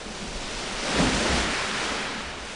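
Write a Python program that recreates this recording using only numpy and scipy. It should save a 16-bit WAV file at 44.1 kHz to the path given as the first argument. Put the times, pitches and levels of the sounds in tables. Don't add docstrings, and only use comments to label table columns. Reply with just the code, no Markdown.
import sys
import numpy as np
from scipy import signal
from scipy.io import wavfile

SR = 44100
rng = np.random.default_rng(int(sys.argv[2]) if len(sys.argv) > 2 else 0)


def materialize(psi):
    bounded = np.clip(np.atleast_2d(psi).T, -1, 1)
    quanta = np.round(bounded * 32767).astype(np.int16)
    wavfile.write(sys.argv[1], SR, quanta)


def volts_from_decibels(level):
    exponent = np.asarray(level, float) / 20
    return 10 ** exponent


N = 112455


def rms_one(x):
    return x / np.sqrt(np.mean(x ** 2) + 1e-20)


def in_time(rows):
    s, *columns = np.transpose(rows)
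    return [np.interp(np.arange(N) / SR, s, c) for c in columns]


def drift(rate_hz):
    thin = 40
    settle = 2000
    pole = np.exp(-2 * np.pi * rate_hz * thin / SR)
    noise = rng.standard_normal(N // thin + settle + 2)
    slow = signal.lfilter([1], [1, -2 * pole, pole * pole], noise)[settle:]
    return np.interp(np.arange(N) / thin, np.arange(len(slow)), rms_one(slow))


def bursting():
    bubbles_per_s, spread_db = 6000, 2.5
    sizes = volts_from_decibels(spread_db * np.minimum(rng.exponential(1, N), 5)) * rng.choice([-1, 1], N)
    bursts = sizes * (rng.random(N) < bubbles_per_s / SR)
    return rms_one(bursts) + rng.standard_normal(N)


def water(colour, patchy_db, shared, flicker_hz):
    hz, db = np.transpose(colour)
    edges = 12 * 2 ** np.arange(0, 10.1, 1 / 3)
    together = drift(flicker_hz)
    sources = [bursting(), bursting()]
    out = 0
    for k, (low, high) in enumerate(zip(edges, edges[1:])):
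        centre = np.sqrt(low * high)
        if hz[0] * .7 < centre < hz[-1] * 1.4:
            bandpass = signal.butter(2, [low, high], "band", fs=SR, output="sos")
            band = signal.sosfilt(bandpass, sources[k % 2])
            colour_db = np.interp(np.log(centre), np.log(hz), db)
            swelling_db = patchy_db * (shared * together + drift(flicker_hz))
            out = out + band * volts_from_decibels(colour_db + swelling_db)
    return rms_one(out)


# t/s, deepest rumble level/dB, hum level/dB
HUM_LEVELS = [(0, -42, -38), (.16, -46, -65), (.24, -43, -44), (.42, -35, -51.5), (.5, -42, -53),
              (.75, -46, -57), (.9, -45, -60), (1.0, -46, -34.5), (1.15, -44, -36.5), (1.23, -55, -42),
              (1.33, -45, -36), (1.5, -42, -40), (1.62, -50, -49), (1.85, -56, -46.5), (2.15, -52, -56),
              (2.28, -50, -42), (2.55, -58, -51.5)]
# f/Hz, level/dB per Hz
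RUMBLE_SPECTRUM = [(12, 3), (20, -9), (38, 5), (50, -16.5), (70, -40)]
HUM_SPECTRUM = [(35, -25), (48, 1), (63, 1.5), (80, -11.5), (110, -31.5)]


def cave_hum():
    rumble_db, hum_db = in_time(HUM_LEVELS)
    rumble = volts_from_decibels(rumble_db) * water(RUMBLE_SPECTRUM, patchy_db=1.5, shared=.6, flicker_hz=6.0)
    hum = volts_from_decibels(hum_db) * water(HUM_SPECTRUM, patchy_db=1.2, shared=.6, flicker_hz=6.0)
    return rumble + hum


# t/s, wash level/dB, spray hiss level/dB
FOAM_LEVELS = [(0, -43, -42.5), (.1, -42, -42.5), (.4, -41, -39.5), (.48, -38, -38), (.79, -35.5, -35.5),
               (.9, -31, -33), (1.01, -27, -30), (1.05, -28, -32), (1.2, -29.5, -31), (1.41, -28, -31),
               (1.46, -29.5, -35), (1.52, -30.5, -33), (1.57, -28.5, -34.5), (1.68, -31, -35.5),
               (1.75, -29.5, -34.5), (1.83, -30.5, -34), (1.92, -31, -36), (2.0, -31.5, -37.5),
               (2.2, -34.5, -42), (2.36, -39, -45.5), (2.46, -40, -42.5), (2.55, -39.5, -41.5)]
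# f/Hz, level/dB per Hz
WASH_SPECTRUM = [(350, -30.5), (600, -12), (664, -8), (1020, -1.5), (1100, -1.5), (1200, 0.5), (2450, -2.5),
                 (4500, -13), (5850, -41), (9900, -120)]
SPRAY_SPECTRUM = [(1650, -28), (2800, 0), (4000, -1), (5500, -2), (7000, -6), (9000, -9.5), (11000, -15)]


def foam():
    wash_db, spray_db = in_time(FOAM_LEVELS)
    wash = volts_from_decibels(wash_db) * water(WASH_SPECTRUM, patchy_db=0.45, shared=0.51, flicker_hz=11.0)
    spray = volts_from_decibels(spray_db) * water(SPRAY_SPECTRUM, patchy_db=0.5, shared=0.8, flicker_hz=8.3)
    return wash + spray


# t/s, cave boom level/dB, roar level/dB
BREAKER_LEVELS = [(0, -48, -44), (.07, -41.5, -42), (.3, -42.5, -40.5), (.52, -40.5, -40),
                  (.68, -41, -37.5), (.8, -38.5, -38.5), (.88, -35.5, -33), (.98, -32, -30),
                  (1.02, -30, -25), (1.09, -27, -31), (1.16, -32, -30.5), (1.25, -35, -30.5),
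                  (1.38, -32.5, -29.5), (1.45, -36.5, -34.5), (1.64, -44, -37), (1.75, -41.5, -41),
                  (1.83, -41.5, -32.5), (1.95, -39, -36), (2.15, -39.5, -41.5), (2.4, -47, -42),
                  (2.55, -46.5, -43)]
# f/Hz, level/dB per Hz
BOOM_SPECTRUM = [(70, -26), (100, -9), (125, -4.5), (150, -9.5), (215, -0.5), (265, -5), (320, -10.5),
                 (450, -30)]
ROAR_SPECTRUM = [(180, -30.5), (300, -9), (339, -2.5), (494, -2), (589, -2), (710, -5.5), (1000, -6.5),
                 (1300, -40), (2200, -120)]


def breaking_water():
    boom_db, roar_db = in_time(BREAKER_LEVELS)
    boom = volts_from_decibels(boom_db) * water(BOOM_SPECTRUM, patchy_db=1.55, shared=0.38, flicker_hz=3.7)
    roar = volts_from_decibels(roar_db) * water(ROAR_SPECTRUM, patchy_db=0.57, shared=0.21, flicker_hz=19.0)
    return boom + roar


# onset t/s, envelope peak level/dB, pitch f/Hz, time to peak t/s
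AIR_POCKETS = [(1.002, -13, 185, .005), (0.991, -20, 280, .006), (1.328, -22, 165, .007),
               (1.914, -27, 260, .006), (1.362, -23, 225, .006), (0.22, -34, 200, .009),
               (0.34, -32, 40, .025), (0.994, -26, 590, .004), (1.018, -21, 265, .012),
               (1.022, -27, 47, .02), (1.05, -22, 250, .014), (1.095, -25, 240, .012),
               (1.135, -27, 52, .018), (1.252, -24, 350, .008), (1.29, -24, 65, .022),
               (1.358, -26, 62, .02)]


def thumps():
    out = np.zeros(N)
    for s, db, hz, rise in AIR_POCKETS:
        t = np.maximum(np.arange(N) / SR - s, 0)
        envelope = t / rise * np.exp(1 - t / rise)
        out += volts_from_decibels(db) * envelope * np.sin(2 * np.pi * hz * t)
    return out


def cave(x):
    t60_s, first_echo_s, level_db = 0.48, 0.011, -15.5
    t = np.arange(SR) / SR
    tail = rng.standard_normal(SR) * volts_from_decibels(-60 * t / t60_s) * (t > first_echo_s)
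    tail = tail / np.sqrt(np.sum(tail ** 2))
    return volts_from_decibels(level_db) * signal.fftconvolve(x, tail)[:N]


def scene():
    blows = thumps()
    sea = breaking_water() + foam() + cave_hum() + blows + cave(blows)
    return np.array([sea, sea])


def band_limit(x):
    return signal.sosfilt(signal.butter(12, 11130, fs=SR, output="sos"), x)


def record(dry):
    cutoff_hz, offset = 10060, .0026
    lowpass = signal.firwin(701, cutoff_hz, window=("kaiser", 7.5), fs=SR)
    cut = signal.fftconvolve(dry, [lowpass], "same", axes=1)
    mix = cut + offset
    return band_limit(mix)


dry = scene()
out = record(dry)
materialize(out)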